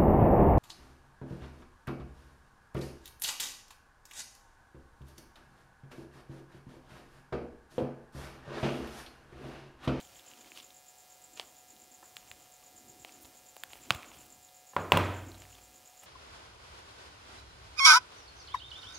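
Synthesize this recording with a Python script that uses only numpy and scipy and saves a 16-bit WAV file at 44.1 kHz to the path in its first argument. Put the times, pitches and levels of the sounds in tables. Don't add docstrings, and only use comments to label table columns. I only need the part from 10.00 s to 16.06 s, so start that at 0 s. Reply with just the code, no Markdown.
import sys
import numpy as np
from scipy import signal
from scipy.fft import rfft, irfft
from scipy.io import wavfile
from scipy.ndimage import uniform_filter1d

SR = 44100
rng = np.random.default_rng(int(sys.argv[2]) if len(sys.argv) > 2 else 0)


def int16_out(signal):
    q = np.round(np.clip(np.atleast_2d(signal).T, -1, 1) * 32767)
    wavfile.write(sys.argv[1], SR, q.astype(np.int16))


def convert_level_to_amplitude(level_db):
    exponent = np.asarray(level_db, float) / 20
    return 10 ** exponent


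N = 267229
TIME = np.arange(N) / SR

# frequency in Hz, level in dB.
AIR = [(30, 8), (60, -4.5), (300, -5), (500, 1), (800, 4.5), (1100, -5), (1700, -8), (2600, -7.5),
       (4000, -9), (6000, -4), (8000, -6.5), (11000, -9), (14000, -6.5), (15700, -11.5)]
# start in s, hold in s, floor level in dB, furniture level in dB.
RUMBLE = [(0, 0.0081, -71, -64), (.1, 0.079, -79, -87), (.33, 0.28, -83, -63.5), (1.34, 0.16, -80, -67),
          (1.72, .17, -89, -63), (2.24, .16, -73.5, -68), (2.85, 0.12, -75, -57.5), (3.1, 0.17, -80, -63),
          (3.7, 0.073, -73.5, -86), (3.9, 0.036, -66, -52.5), (4.08, 0.23, -72, -65), (5.1, 0.17, -58, -51),
          (5.54, 0.24, -79, -68)]
# frequency in Hz, level in dB.
WHINE = [(517, -78.5), (550, -80.5), (733.5, -68), (865, -83.5)]
# frequency in Hz, level in dB.
SPIKE_COLOUR = [(150, -21), (300, -13), (1000, 0.5), (2500, 1.5), (5000, 1.5), (8000, 0.5), (12000, 0),
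                (15700, 2)]
# time in s, chirps counted so far.
CHIRPS = [(.054, 0), (1.13, 9), (1.825, 15), (2.668, 22), (3.146, 26), (3.722, 31), (4.82, 40), (6.0, 50)]
# time from its middle in s, level in dB.
STROKES = [
    (-.031, -3),
    (-.011, 0),
    (.008, -6),
]
# frequency in Hz, T60 in s.
ROOM_T60 = [(60, 1), (250, 0.85), (1000, 0.65), (2500, 0.68), (5000, 0.68), (12000, 0.6)]
# frequency in Hz, level in dB.
WALLS = [(400, 2), (1000, 4.5), (1700, -1.5), (3000, -5), (8000, -8.5)]
# time in s, panel in dB, latch in dB, boom in dB, crack in dB.
DOOR = [
    (2.025, -50.5, -65, -101, -71),
    (4.731, -50, -59, -66, -72),
    (4.7642, -20.5, -32.5, -45, -65),
    (4.919, -14, -12.5, -28.5, -32),
    (4.9679, -23.5, -46, -38.5, -63),
    (4.9711, -20, -18, -37, -33),
    (6.03, -58.5, -75, -69, -56.5),
]
# frequency in Hz, width in Hz, level in dB.
PANEL = [(373, 200, -8), (566, 35, -1.5), (805, 250, 13), (1020, 77, 10), (1325, 154, 8), (1740, 270, 5.5)]
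# frequency in Hz, width in Hz, level in dB.
LATCH = [(1960, 190, 4), (2790, 250, 11), (3170, 200, 1), (4420, 250, -22)]
# frequency in Hz, level in dB, T60 in s.
BOOM = [(54.6, -20, 3.7), (93.7, 6, 0.92), (116.4, -4, 1.12), (162.6, 6.5, 0.34), (234, -1.5, 0.63),
        (309.7, -7.5, 0.76)]
# frequency in Hz, level in dB.
RATTLE = [(60, -8), (200, -3), (400, 0.5), (850, -2), (1500, -0.5), (2200, -12.5), (3300, -19.5),
          (15000, -46)]
# frequency in Hz, level in dB.
CLATTER = [(1000, -19.5), (1700, -10.5), (2400, -4.5), (3400, -10), (5000, -19), (8000, -23), (15000, -26)]
# time in s, peak in dB, frequency in Hz.
PINGS = [
    (2.625, -59, 1160),
    (6.03, -56, 1310),
]
# start in s, hold in s, level in dB.
SLEEVE = [(.575, .015, -58.5), (3.21, 0.059, -62), (3.715, .07, -62.5), (3.81, 0.19, -69),
          (4.155, .105, -67)]
# start in s, hold in s, level in dB.
SCUFF = [(0, 0.011, -56), (.08, 0.42, -60.5), (.56, 0.033, -59), (.63, 0.077, -68), (1.383, 0.038, -55),
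         (2.18, 0.28, -68), (3.075, 0.018, -57.5), (3.13, 0.22, -68.5), (3.7, 0.17, -60.5),
         (3.92, .02, -47.5), (3.98, .1, -62), (4.13, 0.1, -60.5), (5.35, 0.09, -60.5), (5.47, 0.14, -62.5),
         (5.66, .3, -69.5), (6.03, 0.024, -63)]
# frequency in Hz, level in dB.
SCUFF_COLOUR = [(400, -1), (1200, -3), (2000, -7.5), (2600, -4), (3100, -2.5), (3800, -9), (5600, -9),
                (8000, -12.5), (15500, -27)]
# start in s, hold in s, level in dB.
RASP = [(.552, .012, -60), (.57, 0.013, -53), (.595, 0.012, -57), (1.385, 0.028, -63), (2.26, 0.027, -72),
        (3.085, 0.014, -77)]
# time in s, peak in dB, frequency in Hz.
THUMPS = [(2.184, -56, 178), (2.307, -51, 83.4), (2.892, -47, 126), (2.998, -50, 113), (3.242, -49, 61.5),
          (3.906, -25, 126), (3.948, -31, 87), (4.168, -47, 86.1), (4.248, -64, 62.4)]
# time in s, peak in dB, ring in Hz.
TICKS = [(0.05, -49, 3290), (0.0724, -45, 3320), (0.158, -44, 3180), (0.195, -41, 3350),
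         (0.315, -44.5, 2640), (0.336, -41, 2920), (0.446, -45, 2340), (0.5188, -36.5, 2530),
         (0.5743, -34, 3000), (0.601, -37.5, 3470), (0.6305, -45, 3400), (0.705, -44, 3660),
         (1.3725, -58, 2860), (1.39, -53, 3000), (1.4135, -38, 3000), (2.6277, -50, 2680),
         (3.0697, -50, 2700), (3.094, -43, 2580), (3.1228, -45, 4840), (4.0305, -36, 2360),
         (4.045, -39, 2300), (4.1364, -46, 3150), (4.4894, -47.5, 3720), (5.3177, -40.5, 4120),
         (5.3447, -43, 4000), (5.352, -43.5, 4040), (5.42, -48, 1910), (5.453, -44, 2040),
         (5.528, -46, 2720), (5.5517, -43, 3410)]
# time in s, peak in dB, ring in Hz.
BOUNCES = [(0.0106, -45, 4100), (1.7647, -51, 3860), (3.789, -44, 2540), (3.922, -32, 5000),
           (3.935, -44, 3500)]
# time in s, peak in dB, shell ring in Hz,
# knock in dB and crack in dB (both relative to the peak).
TAPS = [
    [(1.3971, -24.5, 3260, -16.5, -32), (3.048, -34.5, 2700, -14.5, -15.5), (3.248, -47, 4060, -13, -9),
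     (3.5659, -44.5, 1950, -5, -2), (3.7328, -36, 2840, -16, -27), (3.7554, -46, 2290, -9, -16),
     (3.9478, -36.5, 2420, -14, -5), (4.1165, -44.5, 2340, -9.5, -22), (4.2028, -58, 2470, -9, -6)],
    [(2.1675, -33.5, 3200, -34, -10), (3.906, -9, 2590, -16, -24)],
    [(2.3144, -35, 2700, -35, -14), (3.6358, -35.5, 2240, -7, 0.5), (3.704, -50, 2790, -13, -14)],
]
# frequency in Hz, level in dB.
EDGE = [(3000, -2), (5500, -10), (10000, -6), (13000, -10), (16500, -1)]
# frequency in Hz, level in dB.
CRINKLE = [(400, 9), (1000, 11.5), (1700, 7), (3000, 13.5), (5000, 0), (9000, -16), (15500, -12)]


def level(x, db):
    return x * convert_level_to_amplitude(db) / np.sqrt(np.mean(x ** 2))


def on_log(hz, table):
    table_hz, value = np.array(table).T
    return np.interp(np.log(np.maximum(hz, 1)), np.log(table_hz), value)


def colour(x, table):
    gain = convert_level_to_amplitude(on_log(np.fft.rfftfreq(len(x), 1 / SR), table))
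    return irfft(rfft(x) * gain, len(x))


def band(x, lo_hz, hi_hz, order=2):
    edges = [lo_hz, min(hi_hz, 0.49 * SR)]
    return signal.sosfilt(signal.butter(order, edges, "bandpass", fs=SR, output="sos"), x)


def walk(rate):
    k = int(SR / rate)
    steps = np.repeat(rng.standard_normal(N // k + 1), k)
    return 1.3 * uniform_filter1d(uniform_filter1d(steps, k), k)[:N]


def gesture(rows, edge_db_s, column=2):
    attack, release = edge_db_s
    power = 0
    for row in rows:
        before = np.maximum(row[0] - TIME, 0)
        after = np.maximum(TIME - row[0] - row[1], 0)
        power = power + convert_level_to_amplitude(2 * (row[column] - attack * before - release * after))
    return np.sqrt(power)


def ring(hz, t60, rise=0.00031, length=0.08):
    t = np.arange(int(length * SR)) / SR
    return np.sin(2 * np.pi * hz * t) * (1 - np.exp(-t / rise)) * 1000. ** (-t / t60)


def crack(t60, table, rise=0.0001):
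    t = np.arange(int(0.08 * SR)) / SR
    burst = colour(rng.standard_normal(len(t)), table) * (1 - np.exp(-t / rise)) * 1000. ** (-t / t60)
    return burst / np.abs(burst).max()


def click(table):
    pulse = np.zeros(int(0.08 * SR))
    pulse[int(0.01 * SR)] = 1
    pulse = colour(pulse, table)
    return pulse / np.sqrt(np.sum(pulse ** 2))


def add(bus, s, x):
    i = int(s * SR)
    bus[i:i + len(x)] += x[:N - i]


def room(x):
    t = np.arange(int(1.2 * SR)) / SR
    tail = np.zeros(len(t))
    for hz in 50 * 2 ** np.arange(0, 8.4, 1 / 3):
        noise = band(rng.standard_normal(len(t)), hz / 1.12, hz * 1.12, order=1)
        tail += noise * 1000. ** (-t / on_log(hz, ROOM_T60))
    tail *= 1 - np.exp(-t / 0.003)
    return signal.fftconvolve(x, tail / np.sqrt(np.sum(tail ** 2)))[:N]


def house():
    edge_db_s, rest = (96, 77), convert_level_to_amplitude(-81)
    floor = gesture(RUMBLE, edge_db_s, 2) + rest
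    furniture = gesture(RUMBLE, edge_db_s, 3) + rest
    air = level(colour(rng.standard_normal(N), AIR), -64.5) * convert_level_to_amplitude(walk(4))
    low = level(band(rng.standard_normal(N), 32, 140), 0) * floor * convert_level_to_amplitude(2.0 * walk(26))
    mid = level(band(rng.standard_normal(N), 225, 375), 0) * furniture * convert_level_to_amplitude(-5.5 + 2.0 * walk(7.2))
    whine = np.zeros(N)
    for hz, db in WHINE:
        gain = convert_level_to_amplitude(db + 3.5 + 1.2 * walk(5.6))
        seconds = np.cumsum(1 + 0.0014 * walk(2.675)) / SR
        whine += gain * np.sin(2 * np.pi * hz * seconds)
    far_insects = level(band(rng.standard_normal(N), 14000, 14300), -90) * convert_level_to_amplitude(2.4 * walk(3.92))
    return air + low + mid + whine + far_insects


def spikes():
    rate_hz, duty = 137.33, 0.365
    turns = np.cumsum(rate_hz * (1 + 0.0012 * walk(3) + 0.0012 * walk(30))) / SR
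    edges = np.zeros(N + 1)
    for offset, size in ((0, 1.), (duty, -0.9)):
        i = np.flatnonzero(np.diff(np.floor(turns - offset))) + 1
        late = ((turns[i] - offset) % 1) * SR / rate_hz
        edges[i] += size * late
        edges[i + 1] += size * (1 - late)
    return level(colour(edges[:N], SPIKE_COLOUR), -62.5)


def cricket():
    s, count = np.transpose(CHIRPS)
    bus = np.zeros(N)
    t = np.arange(int(0.011 * SR)) / SR
    for middle in np.interp(np.arange(51), count, s):
        echo = level(crack(0.06, EDGE), -31)
        echo[0] = 1
        for lag, db in STROKES:
            size, tune, slip = rng.standard_normal(3)
            hz = (7800 + 90 * tune) * (1 - 0.18 * t / t[-1])
            phase = 2 * np.pi * np.cumsum(hz) / SR
            note = np.sin(np.pi * t / t[-1]) ** 0.6 * (np.sin(phase) + 0.042 * np.sin(2 * phase))
            add(bus, middle + lag + 0.002 * slip, convert_level_to_amplitude(db + size) * signal.fftconvolve(note, echo))
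    return level(bus, -64) + level(room(bus), -71)


def door():
    rings, rattle, direct, blows = np.zeros((4, N))
    for s, panel_db, latch_db, boom_db, crack_db in DOOR:
        contact = 0.00048 * convert_level_to_amplitude(0.56 * max(-16 - panel_db, 0))
        s += 0.001
        for modes, db in ((PANEL, panel_db - 0.5), (LATCH, latch_db + 1.5)):
            for hz, width, mode_db in modes:
                gain = convert_level_to_amplitude(db + mode_db + 0.64 * rng.standard_normal())
                add(rings, s, gain * ring(hz, 1.03 / width + 4 * contact, contact))
        add(rattle, s, convert_level_to_amplitude(panel_db - 0.5) * crack(0.025 + 8 * contact, RATTLE, contact))
        add(rattle, s, convert_level_to_amplitude(latch_db - 6) * crack(0.02 + 8 * contact, CLATTER, contact))
        add(blows, s - 0.008, convert_level_to_amplitude(panel_db + 9.5) * click(RATTLE) + convert_level_to_amplitude(latch_db + 7.5) * click(CLATTER))
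        add(direct, s, convert_level_to_amplitude(crack_db + 14.0) * crack(0.011 + 4 * contact, EDGE, contact))
        for hz, db, t60 in BOOM:
            add(direct, s, convert_level_to_amplitude(boom_db + db - 4) * ring(hz, t60, 0.0083, 0.78))
    return rings, rattle, direct, blows


def far_pings():
    bus = np.zeros(N)
    for s, db, hz in PINGS:
        add(bus, s, convert_level_to_amplitude(db) * ring(hz, 0.09, 0.002))
    return bus


def sleeve():
    fibres = rng.standard_normal(N) * convert_level_to_amplitude(4.3 * walk(150))
    return level(band(fibres, 8500, 15500), 0) * gesture(SLEEVE, (550, 600))


def table_thumps():
    bus = np.zeros(N)
    for s, db, hz in THUMPS:
        add(bus, s, convert_level_to_amplitude(db - 4) * (ring(hz, 0.07, 0.0016, 0.3) + 0.5 * ring(1.33 * hz, 0.072, 0.0033, 0.3)))
    return bus


def rubbing():
    grains = rng.standard_normal(N) * convert_level_to_amplitude(3.0 * rng.exponential(size=N)) * convert_level_to_amplitude(3.0 * walk(200))
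    rasp = level(band(grains, 2300, 5100, order=1), 0) * gesture(RASP, (900, 700))
    scuff = level(colour(grains, SCUFF_COLOUR), 0) * gesture(SCUFF, (500, 260))
    return rasp + scuff


def ticks():
    bus = np.zeros(N)
    for rows, crack_db in ((TICKS, -12), (BOUNCES, -6)):
        for s, db, hz in rows:
            shell = ring(hz, 0.0036) + 0.16 * ring(0.62 * hz, 0.002) + 0.42 * ring(1.37 * hz, 0.0022)
            add(bus, s, convert_level_to_amplitude(db + 8.0) * (shell + convert_level_to_amplitude(crack_db) * crack(0.0056, EDGE)))
    return bus


def taps():
    bus = np.zeros(N)
    for knock_hz, rows in zip((796, 1450, 1850), TAPS):
        for s, db, hz, knock_db, crack_db in rows:
            shell = ring(hz, 0.0022, 0.00016) + 0.1 * ring(0.78 * hz, 0.00093, 0.0012)
            shell += 0.59 * ring(1.3 * hz, 0.0016, 0.0001) + 0.13 * ring(2.36 * hz, 0.0026, 0.0001)
            knock = ring(knock_hz, 0.0055) + 0.54 * ring(1.23 * knock_hz, 0.0053)
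            knock += 0.053 * ring(0.603 * knock_hz, 0.039)
            scatter = 0.073 * crack(0.027, CRINKLE, 0.00096)
            contact = convert_level_to_amplitude(crack_db + 2.5) * crack(0.01, EDGE)
            add(bus, s + 0.00026, convert_level_to_amplitude(db + 10.5) * (shell + scatter + convert_level_to_amplitude(knock_db + 5.0) * knock + contact))
    return bus


def scene():
    back = house() + cricket() + spikes()
    rings, rattle, direct, blows = door()
    direct = direct + far_pings()
    near = band(taps() + ticks() + rubbing(), 424, 20000)
    to_room = convert_level_to_amplitude(-17) * near + convert_level_to_amplitude(-29) * rings + convert_level_to_amplitude(5.0) * blows + convert_level_to_amplitude(-21) * direct
    wet = room(colour(to_room, WALLS))
    side = level(colour(rng.standard_normal(N), AIR), -80.5)
    side += convert_level_to_amplitude(-38.0) * np.roll(wet, 300) + convert_level_to_amplitude(-43) * band(near + direct, 6000, 16000)
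    lean = np.array([[-0.5], [0.5]])
    close = near + table_thumps() + sleeve()
    far = rings + rattle + direct + wet
    return close * convert_level_to_amplitude(1.03 * lean) + far * convert_level_to_amplitude(0.88 * lean) + back * convert_level_to_amplitude(0.5 * lean) + 2 * lean * side


def roll_off(x):
    return signal.sosfilt(signal.butter(12, 16860, fs=SR, output="sos"), x)


def record(dry):
    bass_cut = signal.butter(3, 48, "highpass", fs=SR, output="sos")
    top_cut = signal.ellip(8, 0.3, 45, 15700, fs=SR, output="sos")
    mix = signal.sosfilt(np.vstack([bass_cut, top_cut]), dry)
    return roll_off(mix)


dry = scene()
out = record(dry)
int16_out(out)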